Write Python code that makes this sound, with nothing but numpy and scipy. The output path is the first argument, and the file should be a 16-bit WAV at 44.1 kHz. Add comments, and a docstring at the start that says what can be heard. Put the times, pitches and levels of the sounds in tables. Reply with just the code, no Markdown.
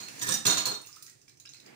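"""A spoon and a fork clack lightly on dishes in a hard-walled kitchen, then slide, drop and bounce to rest.
Each contact is a burst of gritty noise on the dishes, a noisy thud in the counter and decaying steel tones.
Two drips fall near the start and many more after the clatter, each a splash tick and a rising bubble note,
with a fine wet crackle. A soft low rustle of filtered noise is heard at the start and swells at the end.
Echoes of decaying noise make the room, over a quiet rumble."""
import sys
import numpy as np
from scipy import signal
from scipy.fft import rfft, irfft
from scipy.io import wavfile

SR = 44100
rng = np.random.default_rng(int(sys.argv[2]) if len(sys.argv) > 2 else 0)


def store_wav(level_fs):
    """Save 16-bit WAV to argv[1]."""
    pcm = np.round(np.clip(np.atleast_2d(level_fs), -1, 1) * 32767)
    wavfile.write(sys.argv[1], SR, pcm.T.astype(np.int16))


N = 77175
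T = np.arange(N) / SR
HZ = np.maximum(np.arange(N + 1) * SR / (2 * N), 1)  # 1 Hz at least, so that its logarithm exists

# Contacts of cutlery with dishes; ring levels are relative:
# (start_s, clack_db, clack_tilt_db_per_octave, thud_db, spoon_db, fork_db, ring_tilt_db_per_octave)
CONTACTS = [(.001, -39.5, -0.5, -55, -52, -44, -1), (.032, -70, -2, -52.5, -74, -38, -5),
            (0.193, -58, 2, -74, -68, -41, 15), (.213, -33, 1.5, -45, -40, -56, -7),
            (.222, -35.5, 0.5, -64, -38.5, -74, 19.5), (.267, -33.5, 4.5, -32, -54, -66, -4),
            (.281, -30.5, 2.5, -36.5, -42, -44, -27.5), (.288, -27, -0.5, -31, -33.5, -43, 12.5),
            (.308, -49, -4, -50, -38, -56, 15.5), (0.32, -31, 2.5, -64, -28.5, -42, 3),
            (.338, -32, 3, -37.5, -28.5, -59, 10.5), (0.4518, -22, 2.5, -25.5, -54, -48, -5),
            (.4653, -28, 5, -32, -24.5, -20, -1.5), (0.472, -28, -4.5, -53, -37.5, -24.5, 14),
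            (.497, -28.5, 0, -30.5, -25, -22.5, -7), (.505, -29, -2.5, -35, -25.5, -53, -2.5),
            (.531, -33.5, 4.5, -56, -31.5, -30, -3), (.5705, -23, .5, -41, -35, -24, -2),
            (.578, -30, 0, -46, -39, -28, 8), (.606, -39, 0, -50, -37, -46, -14),
            (0.6543, -30, 5, -38.5, -57, -24, -4), (0.664, -30.5, -3, -39.5, -47.5, -55, 21),
            (.714, -40, -3.5, -55, -44, -29.5, -6), (0.738, -65, 13, -67, -41, -67, -8)]
ATTACK_S = 0.00044
GRAIN_DB = 4  # spread of grain sizes


def from_db(db):
    """Turn decibels into a gain."""
    return 10 ** (np.asarray(db) / 20)


def at_hz(points, hz=HZ):
    """Read a (pitch_hz, value) table on a log-frequency axis."""
    point_hz, values = np.transpose(points)
    return np.interp(np.log(hz), np.log(point_hz), values)


def level(points):
    """Draw a gain over time through (time_s, level_db) points."""
    return from_db(np.interp(T, *np.transpose(points)))


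def rms_one(x):
    """Scale a sound to an rms of 1, all channels together."""
    return x / np.sqrt(np.mean(x ** 2) + 1e-20)


def filtered(x, gain):
    """Multiply each frequency by its own gain."""
    return irfft(rfft(x, 2 * N) * gain)[..., :N]


def grains(spectrum, grain_db):
    """Dense tiny impacts of uneven size: noise whose strength jumps every 32 samples, coloured, rms 1."""
    steps = np.clip(rng.standard_normal(N // 32 + 1), -2.5, 2.5)
    sizes = from_db(grain_db * np.repeat(steps, 32)[:N])
    noise = rng.standard_normal(N) * sizes
    return rms_one(filtered(noise, from_db(at_hz(spectrum))))


def diffuse():
    """Sound from all around: white stereo noise, alike in the bass and nearly unrelated in the treble."""
    # Likeness of left and right: (pitch_hz, correlation from 0 to 1)
    likeness = [(100, 1), (250, 1), (500, 0.89), (1000, 0.1), (3000, 0.067), (12000, 0.033)]
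    alike = np.clip(at_hz(likeness), 0, 1)
    mid, side = rng.standard_normal((2, N))
    shared = filtered(mid, np.sqrt(1 + alike))
    opposed = filtered(side, np.sqrt(1 - alike)) * np.array([[1], [-1]])
    return shared + opposed


def clicks(times, db):
    """Place one single-sample click per event."""
    out = np.zeros(N)
    places = np.clip((times * SR).astype(int), 0, N - 1)
    np.add.at(out, places, from_db(db))
    return out


def bursts(times, db, t60, attack_s=ATTACK_S):
    """Envelope of quick rises and exponential decays that add in power."""
    fall = from_db(-120 / (t60 * SR))  # power drops 60 dB in t60 seconds
    rise = np.exp(-1 / (attack_s * SR))
    power = signal.lfilter([1], [1, -fall], clicks(times, 2 * db) + 1e-18)
    return np.sqrt(signal.lfilter([1 - rise], [1, -rise], power))


def ring(force, hz, t60):
    """A resonator: a unit click sets a decaying sine of height 1 ringing."""
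    decay = from_db(-60 / (t60 * SR))
    turn = 2 * np.pi * hz / SR  # radians per sample
    return signal.lfilter([0, np.sin(turn)], [1, -2 * decay * np.cos(turn), decay * decay], force + 1e-18)


def octaves(x):
    """Split a sound into overlapping octave bands: (centre_hz, band)."""
    centres = 125 * 2. ** np.arange(8)
    spectrum = rfft(x, 2 * N)
    bands = []
    for hz, share in zip(centres, np.eye(len(centres))):
        gain = np.interp(np.log(HZ), np.log(centres), share)
        bands.append((hz, irfft(spectrum * gain)[..., :N]))
    return bands


def dishes():
    """Each contact gives a gritty clack, a dull plate ring and a counter thud; the slide rubs a low rasp."""
    # Colours of the clack and of the counter thud: (pitch_hz, relative_level_db)
    clack_spectrum = [(50, -40), (150, -27), (400, 4.5), (800, 4), (1400, 3), (2300, -3), (3200, 1.5),
                      (4400, 2), (7000, 2.5), (9500, -5), (11500, -14), (13300, -15), (14700, -3.5),
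                      (16000, -14)]
    thud_spectrum = [(25, -38), (65, -56), (95, -7), (130, 6.5), (280, 4), (420, -2.5), (900, -25),
                     (3000, -33)]
    # Ringing tones of the plate: (pitch_hz, level_against_clack_db, t60_s)
    plate_modes = [(291.5, -18.5, 0.3), (477, -26, 0.14), (775, -20, 0.091), (1256, -25, .06),
                   (1678, -13.5, 0.076)]
    # Friction of the spoon sliding on a dish: (time_s, level_db), and its colour: (pitch_hz, relative_level_db)
    slide_level = [(.2, -60.5), (.222, -37.5), (.26, -45.5), (.29, -40), (.345, -47), (.38, -68),
                   (.42, -81)]
    slide_spectrum = [(60, -43), (120, -7.5), (290, -4), (420, -18.5), (1550, -25), (1730, -4), (1810, 0),
                      (2000, -24.5), (8000, -75)]
    clack_t60_s, thud_t60_s = 0.084, 0.079

    start_s, clack_db, tilt, thud_db = np.transpose(CONTACTS)[:4]
    clack = 0
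    for hz, band in octaves(grains(clack_spectrum, GRAIN_DB)):
        band_db = clack_db + tilt * np.log2(hz / 3000)
        clack = clack + band * bursts(start_s, band_db, clack_t60_s)
    plate = sum(ring(clicks(start_s, clack_db + db), hz, t60) for hz, db, t60 in plate_modes)
    thud = grains(thud_spectrum, GRAIN_DB) * bursts(start_s, thud_db, thud_t60_s)
    slide = level(slide_level) * grains(slide_spectrum, GRAIN_DB)
    return clack + plate + thud + slide


def cutlery():
    """Contacts ring spoon and fork: decaying steel tones, slightly blurred in pitch, with phase
    drifting at random, separately left and right."""
    # Ringing tones of the steel: (pitch_hz, relative_level_db, t60_s)
    spoon_modes = [(1745, -21, .06), (3697, -1, .09), (3765, -5, .06), (5222, -15, .06), (5849, -5, .09),
                   (5880, -3, .09), (5966, -8, .07), (6740, -2, .08), (8285, -9, .07), (8335, -5, .08),
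                   (10060, -16, .08), (11130, -23, .08), (14260, -15, .08), (15150, -15, .06)]
    fork_modes = [(4148, -8, .07), (4235, -5, .05), (4265, 0, .07), (6695, -3, .09), (6819, -9, .07),
                  (6904, -12, .07), (12065, -24, .1)]
    ring_db, ring_width_hz, ring_attack_s = 3.5, 13.8, 0.00081  # the width sets how fast the phase drifts

    start_s, _, _, _, spoon_db, fork_db, tilt = np.transpose(CONTACTS)
    out = np.zeros((2, N))
    for modes, contact_db in ((spoon_modes, spoon_db), (fork_modes, fork_db)):
        for hz, db, t60 in modes:
            tilt_db = tilt * np.clip(np.log2(hz / 5000), -.6, .8)
            strength_db = ring_db + contact_db + db + tilt_db
            steps = rng.standard_normal((2, N)) * np.sqrt(2 * np.pi * ring_width_hz / SR)
            drift = np.cumsum(steps, axis=1)
            tone = np.sin(2 * np.pi * hz * T + drift)
            out += bursts(start_s, strength_db, t60, ring_attack_s) * tone
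    return out


def drips():
    """Each drip is a splash tick and a short bubble note that rises in pitch; suds crackle underneath."""
    # Drips: (start_s, bubble_start_hz, bubble_db, tick_db)
    drip_events = [(0.084, 2650, -34.5, -33), (.088, 1530, -45, -54), (0.8152, 8560, -30.5, -42.5),
                   (.849, 2690, -43, -62), (.861, 15000, -22.5, -46), (0.871, 6700, -28.5, -39.5),
                   (0.89, 1176, -51.5, -54), (.928, 5230, -31, -57), (0.9604, 6560, -42.5, -39.5),
                   (0.967, 1274, -43.5, -66), (1.024, 11000, -49, -34.5), (1.033, 4150, -58, -60),
                   (1.064, 6550, -31.5, -42.5), (1.078, 1880, -46, -51.5), (1.097, 7600, -36.5, -45.5),
                   (1.215, 5880, -44, -51.5), (1.2795, 2310, -51.5, -51.5), (1.282, 5300, -38.5, -48.5),
                   (1.294, 4140, -44, -49.5), (1.3713, 5900, -42, -56), (1.3991, 6650, -32, -40),
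                   (1.403, 3980, -41.5, -66), (1.453, 2740, -40, -46), (1.454, 1610, -50, -53),
                   (1.458, 5170, -31, -65), (1.474, 3880, -36, -71), (1.4913, 6350, -28.5, -46),
                   (1.5192, 5530, -41, -70), (1.535, 4160, -33.5, -45), (1.544, 2570, -49, -45),
                   (1.569, 5150, -38, -68), (1.5995, 3920, -39, -47.5), (1.6615, 4780, -38.5, -46)]
    # Colour of ticks and suds: (pitch_hz, relative_level_db)
    tick_spectrum = [(60, -31), (500, -40), (1500, -9), (2600, -5), (3350, -8.5), (4200, 0), (6500, 2),
                     (9500, -3.5), (12500, -16), (15000, -3.5)]
    # Loudness of the fine wet crackle: (time_s, level_db)
    suds_level = [(0, -45), (.1, -52.5), (.2, -45.5), (.45, -85), (.8, -58.5), (.9, -55.5), (1.08, -61),
                  (1.16, -66), (1.4, -76), (1.55, -66), (1.65, -65), (1.75, -88)]
    suds_grain_db = 2.5
    tick_t60_s = 0.025
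    tick_tilt_db = 4  # higher bubbles tick brighter: dB per octave, for each octave of bubble pitch
    bubble_cycles = 42.4  # cycles of the starting pitch in which a bubble fades 60 dB
    bubble_rise_per_s = 4  # pitch rise, as a share of the starting pitch

    start_s, pitch_hz, _, tick_db = np.transpose(drip_events)
    tilt = tick_tilt_db * np.log2(pitch_hz / 5000)
    ticks = 0
    for hz, band in octaves(grains(tick_spectrum, GRAIN_DB)):
        band_db = tick_db + tilt * np.log2(hz / 6000)
        ticks = ticks + band * bursts(start_s, band_db, tick_t60_s)

    bubbles = np.zeros(N)
    for start, hz, db, _ in drip_events:
        age = np.maximum(T - start, 0)
        fade = from_db(db - 60 * age * hz / bubble_cycles)
        onset = 1 - np.exp(-2 * age / ATTACK_S)
        cycles = hz * age * (1 + bubble_rise_per_s * age / 2)
        bubbles += fade * onset * np.sin(2 * np.pi * cycles)
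    return ticks + bubbles + level(suds_level) * grains(tick_spectrum, suds_grain_db)


def rustle():
    """A soft low rustle: coloured stereo noise that swells and sinks."""
    # Loudness: (time_s, level_db), and colour: (pitch_hz, relative_level_db)
    rustle_level = [(0, -51.5), (.12, -52.5), (.2, -47.5), (.42, -82), (.85, -73), (1.25, -83),
                    (1.6, -68.5), (1.68, -52.5), (1.75, -53.5)]
    rustle_spectrum = [(60, -39), (130, -3), (300, -4), (550, -9), (1200, -19.5), (2200, -12.5),
                       (3500, -23.5), (9000, -35)]
    return level(rustle_level) * rms_one(filtered(diffuse(), from_db(at_hz(rustle_spectrum))))


def rumble():
    """The room's quiet rumble: steady stereo noise, strongest in the bass."""
    # Colour: (pitch_hz, relative_level_db)
    rumble_spectrum = [(25, -6), (65, 3), (100, 0), (135, 8), (200, -8), (330, -1), (600, -13), (2000, -30),
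                       (8000, -17.5), (16000, -47)]
    rumble_db = -63
    return from_db(rumble_db) * rms_one(filtered(diffuse(), from_db(at_hz(rumble_spectrum))))


def kitchen():
    """Echoes of the tiled room: stereo noise dying away, the top treble fastest; average energy 1 a side."""
    # Time for echoes to fade 60 dB: (pitch_hz, t60_s)
    room_t60 = [(125, 0.32), (700, 0.36), (2000, 0.38), (4000, 0.32), (8000, 0.27), (15000, 0.21)]
    first_echo_s = 0.0014
    tail = sum(band * from_db(-60 * T / at_hz(room_t60, hz)) for hz, band in octaves(diffuse()))
    fade_in = np.clip(T / first_echo_s - .5, 0, 1)
    return rms_one(tail * fade_in) / np.sqrt(N)


def scene():
    """Add the direct sounds, their echoes, the rustle and the rumble."""
    room = kitchen()
    direct_db = -2.5
    sources = ((dishes(), .5), (cutlery(), -5), (drips(), -2))  # (sound, level sent into the room in dB)
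    direct = from_db(direct_db) * sum(sound for sound, _ in sources)
    sent = sum(sound * from_db(db) for sound, db in sources)
    echoes = signal.fftconvolve(sent, room, axes=1)[:, :N]
    return direct + echoes + rustle() + rumble()


def record(dry):
    """The left port is shaded and hears earlier; deep bass is weakened and the extreme top cut."""
    # Shading of the left port: (pitch_hz, gain_db)
    left_shade = [(100, -5), (500, -7.5), (2000, -1.5), (4000, -4.5), (7000, -8.5), (10000, -6),
                  (12500, -23.5), (15000, -23.5)]
    right_lag_s = 0.000832
    low_cut_hz, low_leak_db = 97, -12  # the leak lets some deep bass through
    top_cut_hz = 15600

    left = filtered(dry[0], from_db(at_hz(left_shade)))
    right = filtered(dry[1], np.exp(-2j * np.pi * HZ * right_lag_s))  # a pure delay
    both = np.array([left, right])
    low_cut = signal.butter(8, low_cut_hz, "high", fs=SR, output="sos")
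    both = signal.sosfilt(low_cut, both) + from_db(low_leak_db) * both
    top_cut = signal.ellip(12, .2, 80, top_cut_hz, fs=SR, output="sos")
    return signal.sosfilt(top_cut, both)


dry = scene()
out = record(dry)
store_wav(out)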